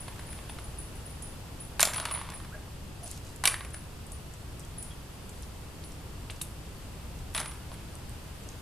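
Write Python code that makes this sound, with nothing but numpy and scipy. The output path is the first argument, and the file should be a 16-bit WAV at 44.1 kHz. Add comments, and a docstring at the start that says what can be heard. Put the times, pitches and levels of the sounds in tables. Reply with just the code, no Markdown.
"""Cartridges tipped onto wooden boards at an outdoor shooting range: a few hard hits, then bounce, roll
and jingle. Each hit is a woody knock under a bright brass crack, and sets the cases ringing.
Handguns tick, slide and snap as they are loaded, something chirps faintly far off, and the booths echo.
Underneath sits a bed of low wind rumble, distant machine hum and thin hiss."""
import sys
import numpy as np
from scipy import signal
from scipy.fft import rfft, irfft, next_fast_len
from scipy.io import wavfile
from scipy.ndimage import map_coordinates

SR = 44100
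rng = np.random.default_rng(int(sys.argv[2]) if len(sys.argv) > 2 else 0)


def output_pcm(signal):
    """Save a mono or channel-first signal as 16-bit PCM at the path in sys.argv[1].

    Samples are clipped to [-1, 1] before scaling.
    """
    pcm = np.clip(np.atleast_2d(signal).T, -1, 1) * 32767
    wavfile.write(sys.argv[1], SR, np.round(pcm).astype(np.int16))


N = 379701

# Levels in the tables are faders, ahead of each layer's own trim.
# tone of the wind rumble: freq_hz, gain_db
RUMBLE_EQ = [(15, -6.5), (32, -0.5), (42, -2.5), (60, -2), (80, -3), (110, -1.5), (150, -7.5), (200, -10.5),
             (300, -16.5), (500, -21.5), (1000, -41), (2000, -70)]
# tone of the open-air hiss: freq_hz, gain_db
HISS_EQ = [(150, -8), (300, -3.5), (500, -6), (950, -7), (1700, -12.5), (2350, -14.5), (2650, -11.5),
           (4100, -16.5), (4700, -15), (6000, -19), (8500, -17), (10000, -18), (11000, -20), (14000, -21.5)]
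# fader ride on the hiss: time_s, level_db
HISS_RIDE = [(0, -47.5), (3, -50), (7, -49), (8.61, -48.5)]
# distant machine tones: pitch_hz, level_db
HUM_TONES = [(60, -52.5), (79, -53.5), (154, -58.5), (7838, -81)]
# stereo image of wind and hiss, 1 mono and 0 wide: freq_hz, likeness
BED_LIKENESS = [(30, 0.92), (70, 0.94), (140, 0.96), (280, 0.71), (1000, 0.43), (10000, 0)]
# decay of the booths and walls: freq_hz, t60_s
BOOTH_DECAY = [(300, 0.11), (1200, 0.64), (3000, 0.32), (6000, 0.29), (12000, 0.34)]
# phase lead of the left side over the right: freq_hz, lead_rad
LEFT_LEAD = [(3500, 0), (7000, 0.7), (9000, 0.25), (11000, 0.44), (14000, 0.8)]
# far chirps: start_s, length_s, start_hz, middle_hz, end_hz, level_db
FAR_CHIRPS = [(2.508, 0.064, 1140, 1670, 1500, -52), (2.537, 0.038, 637, 592, 610, -51),
              (3.003, 0.086, 742, 678, 630, -53.5), (4.629, 0.022, 3250, 3270, 3250, -62),
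              (4.9, .03, 3380, 3310, 3260, -55.5)]
# metal sliding on metal: start_s, length_s, level_db
METAL_SLIDES = [(3.004, 0.21, -50), (3.215, 0.14, -56), (4.777, 0.17, -62), (5.275, 0.21, -63)]
# clear clicks of gun parts, a heavy one in several bands: start_s, level_db, centre_hz, t60_s
GUN_TICKS = [(1.222, -35.5, 8500, .044), (3.033, -34, 10500, .02), (3.077, -28, 8000, 0.013),
             (3.114, -20, 8700, 0.0076), (3.361, -33, 8600, 0.016), (4.119, -32, 9050, 0.024),
             (4.337, -40, 7000, .04), (4.595, -35, 9250, .021), (4.826, -33.5, 9200, .05),
             (5.431, -37.5, 4800, .03), (5.838, -36.5, 4430, 0.022), (6.299, -38, 1400, .04),
             (6.299, -30.5, 3170, 0.056), (6.305, -34.5, 8400, .06), (6.4132, -38, 1250, .04),
             (6.4132, -27.5, 3350, .033), (6.415, -20.5, 9600, 0.057), (7.9533, -31.5, 9000, .012),
             (8.095, -30, 9450, 0.0072), (8.489, -31.5, 6740, .017)]
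# the one hard steel snap: start_s, level_db
STEEL_SNAP = (1.829, -8)
# modes of the snapping part: pitch_hz, level_db, t60_s
STEEL_MODES = [(660, -11, 0.039), (2000, -11, 0.018), (4180, -12, .02), (7200, -3.5, 0.013),
               (7340, -7, 0.0096), (8240, -31, .012), (10740, -1.5, 0.0065), (11500, -9, 0.009),
               (13200, -11, 0.0068)]
# resonances of the boards: centre_hz, width_hz, gain_db
BOARD_MODES = [(634, 72, 2.5), (924, 220, 0), (1110, 280, 0), (1670, 500, -1.5), (2370, 700, -1.5),
               (3490, 790, -2), (4380, 440, -5)]
# tone of struck brass: freq_hz, gain_db
BRASS_EQ = [(2500, -24), (4500, -1.5), (5700, 0), (7000, -3.5), (8300, 1), (9600, 2.5), (10700, -1),
            (11700, -3.5), (13000, -18), (14200, -22)]
# clear clinks of brass on brass: start_s, level_db
CASE_CLINKS = [(.003, -46), (.3, -46), (.49, -50), (.783, -41), (1.054, -46), (1.224, -42), (1.6, -44.5),
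               (1.958, -34), (2.11, -34.5), (2.135, -36), (2.336, -45), (3.036, -45), (3.453, -31),
               (3.733, -43.5), (4.118, -50), (4.781, -39.5), (4.826, -46), (5.84, -51.5), (7.348, -33),
               (7.4, -42), (7.471, -43.5)]
# fingers sorting cases, a faint jingle: start_s, end_s, level_db
SORTING = [(0, 1.2, -54), (5.052, 5.4, -63)]
# handfuls of cartridges on the move: start_s, level_db, hold_s, fall_db_per_s, hardness_db
CARTRIDGE_SPILLS = [(.06, -62, .3, 60, -9), (1.8, -46, .36, 55, -17), (3.438, -34.5, 0.014, 220, -10),
                    (7.347, -41, 0.041, 131, -5), (7.72, -60, 0.056, 100, -20)]
# big cartridge hits, hardness lifting crack over knock: start_s, level_db, hardness_db, resonance_hz
CARTRIDGE_HITS = [(.081, -38.5, -15, 880), (.194, -44, -6, 1800), (.329, -45.5, -3, 1950),
                  (.389, -44.5, -16, 930), (.496, -39.5, -14, 840), (.587, -40, -23, 847),
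                  (1.7953, -21.5, -9, 1490), (1.803, -30, 1, 4310), (1.806, -29, 9, 4340),
                  (1.814, -27.5, 3, 1920), (1.829, -19, -6, 1960), (1.8524, -31, 7, 4490),
                  (1.873, -30, -6, 650), (1.9352, -34, -2, 1970), (1.9437, -38, 1, 2400),
                  (1.9609, -32.5, -8, 1080), (1.981, -30.5, -20, 950), (1.9998, -31.5, -7, 950),
                  (2.0538, -29.5, -3.5, 1750), (2.1118, -33.5, -8, 1080), (2.3014, -40.5, -4, 1300),
                  (2.448, -47, -10, 1300), (3.4386, -26, -4, 1210), (3.455, -19.5, -0.5, 3350),
                  (3.474, -24.5, 4, 2430), (3.4765, -21.5, -0.5, 2400), (3.542, -32.5, -12, 1730),
                  (3.6074, -36.5, -21, 1210), (3.6488, -41.5, -4, 2300), (3.7432, -40.5, -4, 1340),
                  (7.348, -29.5, -5.5, 3380), (7.364, -40, 2, 3100), (7.378, -30, -4, 3540),
                  (7.401, -38, 4, 1150), (7.7162, -40.5, -24, 1140)]


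def amp(db):
    """Decibels to gain."""
    return 10 ** (np.asarray(db) / 20)


def unit(x):
    """x at rms 1."""
    return x / np.sqrt(np.mean(x ** 2) + 1e-20)


def along(points, hz):
    """A curve of (freq_hz, value) points, read on a log axis."""
    freqs, values = np.transpose(points)
    return np.interp(np.log(hz + 1), np.log(freqs), values)


def band(hz, centre_hz, width):
    """A flat-topped band, its width in log frequency."""
    return 1 / np.sqrt(1 + (np.log((hz + 1) / centre_hz) / width) ** 4)


def seconds(length):
    """A time axis."""
    return np.arange(int(length * SR)) / SR


def moments(start, end, rate):
    """Uneven times from start to about end, rate a second."""
    slots = np.arange(start, end, 1 / rate)
    return slots + rng.random(len(slots)) / rate


def wobble(rate):
    """A smooth random curve, rate knots a second."""
    return map_coordinates(rng.standard_normal(int(N * rate / SR) + 4), [np.arange(N) * rate / SR])


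def add(track, s, sound):
    """Mix a sound into the track at time s."""
    part = track[:, max(round(s * SR), 0):][:, :sound.shape[-1]]
    part += sound[..., :part.shape[1]]


def filtered(x, response):
    """x through a frequency response."""
    n = x.shape[-1]
    padded = next_fast_len(n + SR // 10)
    return irfft(rfft(x, padded) * response(np.fft.rfftfreq(padded, 1 / SR)), padded)[..., :n]


def noise(colour, alike, size):
    """Coloured stereo noise of rms 1; alike(hz) runs from 0, wide, to 1, mono."""
    def mid_side(hz):
        angle = np.arccos(np.clip(alike(hz), -1, 1)) / 2 * np.ones_like(hz)
        return colour(hz) * np.array([np.cos(angle), np.sin(angle)])
    mid, side = filtered(rng.standard_normal((2, size)), mid_side)
    return unit(np.array([mid + side, mid - side]))


def burst(colour, t60, alike):
    """One contact as a noise hit: many close modes start at once and die together."""
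    t = seconds(.1)
    return noise(colour, lambda hz: alike, len(t)) * amp(-60 * t / t60)


def background(rumble_db=-44.5, gust_db=0.77, drift_rad=0.76):
    """The bed: low wind, the hiss of open air and a wavering machine hum."""
    t = np.arange(N) / SR
    alike = lambda hz: along(BED_LIKENESS, hz)
    gusts = amp(rumble_db + gust_db * wobble(8))
    rumble = gusts * noise(lambda hz: amp(along(RUMBLE_EQ, hz)), alike, N)
    ride = amp(np.interp(t, *np.transpose(HISS_RIDE)))
    hiss = ride * noise(lambda hz: amp(along(HISS_EQ, hz)), alike, N)
    hum = sum(amp(db) * np.sqrt(2) * np.sin(2 * np.pi * hz * t + drift_rad * wobble(5))
              for hz, db in HUM_TONES)
    return rumble + hiss + hum


def booth_echo(x, build_s=0.0012):
    """Booths and walls scatter the sound: a fresh mono tail for every quarter second."""
    out, size = np.zeros((2, N)), SR // 4
    send = x.mean(axis=0, keepdims=True)
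    for start in range(0, N, size):
        hz, t, spectrum = signal.stft(noise(np.ones_like, lambda f: 1.0, SR // 2), SR, nperseg=256)
        envelope = amp(-60 * t / along(BOOTH_DECAY, hz)[:, None]) * (1 - np.exp(-t / build_s))
        tail = signal.istft(spectrum * envelope, SR, nperseg=256)[1]
        tail /= np.linalg.norm(tail[0])
        add(out, start / SR, signal.fftconvolve(send[:, start:start + size], tail, axes=1))
    return out


def lean_left(x):
    """The treble arrives slightly earlier on the left."""
    return filtered(x, lambda hz: np.exp(.5j * np.array([[1], [-1]]) * along(LEFT_LEAD, hz)))


def chirps(blur_hz=480):
    """Short, blurred glides from far away."""
    out = np.zeros((2, N))
    for s, length, start_hz, middle_hz, end_hz, db in FAR_CHIRPS:
        t = seconds(length)
        pitch = np.interp(t, [0, length / 2, length], [start_hz, middle_hz, end_hz])
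        phase = 2 * np.pi * np.cumsum(pitch + blur_hz * rng.standard_normal(len(t))) / SR
        add(out, s, amp(db) * 2 * np.sin(np.pi * t / length) * np.sin(phase))
    return out


def slides(centre_hz=7200, width=0.9, grit_db=3, dull_hz=11500):
    """Metal rubs on metal in a gritty swell."""
    out = np.zeros((2, N))
    colour = lambda hz: band(hz, centre_hz, width) / (1 + (hz / dull_hz) ** 10)
    for s, length, db in METAL_SLIDES:
        t = seconds(length)
        add(out, s, amp(db) * np.sin(np.pi * t / length) * noise(colour, lambda hz: .6, len(t)))
    return out * amp(grit_db * wobble(250))


def faint_ticks(from_s=3.1, per_s=2.6, db=-40.5, scatter_db=2, hz=8000, scatter_octaves=.3, t60=0.028):
    """Light random contacts during loading, as rows like GUN_TICKS."""
    times = moments(from_s, N / SR, per_s)
    return [(s, db + scatter_db * louder, hz * 2 ** (scatter_octaves * higher), t60)
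            for s, (louder, higher) in zip(times, rng.standard_normal((len(times), 2)))]


def gun_ticks(trim_db=-7, width=0.23, dull_hz=12500):
    """Small gun parts tick, each in a band of its own."""
    out = np.zeros((2, N))
    for s, db, hz, t60 in list(GUN_TICKS) + faint_ticks():
        colour = lambda f: band(f, hz, width) / (1 + (f / dull_hz) ** 10)
        add(out, s, amp(db + trim_db) * burst(colour, t60, alike=0.81))
    return out


def gun_snap(trim_db=1, low_cut_hz=520, spread_rad=0.47):
    """A steel part snaps shut and rings briefly, too small to radiate bass."""
    out, t = np.zeros((2, N)), seconds(.1)
    start_s, level_db = STEEL_SNAP
    ring = sum(amp(db - 60 * t / t60)
               * np.sin(2 * np.pi * hz * t + spread_rad * rng.standard_normal((2, 1)))
               for hz, db, t60 in STEEL_MODES)
    low_cut = signal.butter(2, low_cut_hz, "high", fs=SR, output="sos")
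    add(out, start_s, amp(level_db + trim_db) * signal.sosfilt(low_cut, ring))
    return out


def brass_contacts(shake_db=-16, sorting_per_s=9, scatter_db=2):
    """Clear clinks, the shake of each big hit and sorting fingers, as rows of start_s, level_db."""
    shaken = [(s, db + shake_db) for s, db, *_ in CARTRIDGE_HITS]
    fingered = [(s, db + scatter_db * rng.standard_normal())
                for start, end, db in SORTING for s in moments(start, end, sorting_per_s)]
    return list(CASE_CLINKS) + shaken + fingered


def clinks(case_hz=9830, scatter_hz=46.8, cases=7, detune_hz=75, rattle=0.61, rattle_hz=260,
           attack_s=0.0017, t60=0.26, trim_db=1, spread_rad=0.54):
    """Nearly equal brass cases ring together and beat; jostling roughens the ring."""
    out, t = np.zeros((2, N)), seconds(0.63)
    envelope = amp(-60 * t / t60) * (1 - np.exp(-t / attack_s))
    for s, db in brass_contacts():
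        hz = case_hz + scatter_hz * rng.standard_normal()
        pitch = hz + detune_hz * rng.standard_normal((cases, 1))
        phase = rng.uniform(0, 2 * np.pi, (cases, 1)) + spread_rad * rng.standard_normal((2, cases, 1))
        ring = unit(np.sin(2 * np.pi * pitch * t + phase).sum(axis=1))
        jostle = noise(lambda f: 1 / (1 + ((f - hz) / rattle_hz) ** 2), lambda f: .4, len(t))
        add(out, s, amp(db + trim_db) * envelope * (ring + rattle * jostle))
    return out * amp([[.6], [-.6]])


def boards(hz, dull_hz=5200):
    """The woody body: gain of the boards' broad resonances, which radiate little bass."""
    power = sum(amp(db) ** 2 * (hz * width) ** 2 / ((centre ** 2 - hz ** 2) ** 2 + (hz * width) ** 2)
                for centre, width, db in BOARD_MODES)
    return np.sqrt(power / (1 + (hz / dull_hz) ** 6))


def settling(age, hold, fall):
    """Level of a spill in dB: it holds while the cartridges keep moving, then falls."""
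    return -fall * np.maximum(age - hold, 0)


def rolling(bumps_per_s=600, scatter_db=5, t60=0.031, brass_db=-11, hollow_db=4, rise_s=0.0042):
    """Rims and cases bump along the boards: a dense rain of tiny contacts that fades with each spill."""
    t = np.arange(N) / SR
    motion = sum(np.clip((t - s) / rise_s, 0, 1) * amp(db + settling(t - s, hold, fall))
                 for s, db, hold, fall, _ in CARTRIDGE_SPILLS)
    bumps = (rng.random(N) < bumps_per_s / SR) * amp(scatter_db * np.clip(rng.standard_normal(N), -2, 2))
    energy = signal.fftconvolve(bumps ** 2, amp(-60 * seconds(.05) / t60) ** 2)[:N]
    grain = unit(np.sqrt(np.abs(energy)))
    hollow = lambda hz: boards(hz) * amp(hollow_db * band(hz, centre_hz=1040, width=0.51))
    wood = noise(hollow, lambda hz: .92, N)
    brass = noise(lambda hz: amp(along(BRASS_EQ, hz)), lambda hz: .6, N)
    return motion * grain * (wood + amp(brass_db) * brass)


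def bounces(per_s=48, lift_db=6, scatter_db=3, centre_hz=1250, scatter_octaves=0.35, rest_db=24):
    """Small random hits until their spill has dropped by rest_db, as rows like CARTRIDGE_HITS."""
    rows = []
    for start, db, hold, fall, hardness_db in CARTRIDGE_SPILLS:
        for s in moments(start, start + hold + rest_db / fall, per_s):
            stronger, harder, place = rng.standard_normal(3)
            level_db = db + lift_db + settling(s - start, hold, fall) + scatter_db * stronger
            resonance_hz = centre_hz * 2 ** (scatter_octaves * place)
            rows.append((s, level_db, hardness_db + scatter_db * harder, resonance_hz))
    return rows


def clatter(knock_db=3.5, crack_db=6, knock_t60=0.027, crack_t60=0.019, favour_db=8, width=0.21):
    """A falling cartridge cracks brightly and knocks the boards; where it lands favours one resonance."""
    out = np.zeros((2, N))
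    brass = lambda f: amp(along(BRASS_EQ, f))
    for s, db, hardness_db, hz in list(CARTRIDGE_HITS) + bounces():
        wood = lambda f: boards(f) * amp(favour_db * band(f, hz, width))
        knock = amp(knock_db) * burst(wood, knock_t60, alike=1.0)
        crack = amp(crack_db + hardness_db) * burst(brass, crack_t60, alike=0.85)
        add(out, s, amp(db) * (knock + crack))
    return out


def scene(echo_db=-9.0):
    """The mix: cartridges, guns and chirps feed the booth echo, over the bed."""
    cartridges = (clatter() + rolling()) * amp([[-.3], [.3]]) + clinks()
    effects = lean_left(cartridges + gun_ticks() + gun_snap() + slides() + chirps())
    return effects + amp(echo_db) * booth_echo(effects) + background() * amp([[.2], [-.2]])


def record(dry, top_hz=14200):
    """The master: a hard clip at full scale, then a brick-wall high cut."""
    return filtered(np.clip(dry, -1, 1), lambda hz: hz < top_hz)


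dry = scene()
out = record(dry)
output_pcm(out)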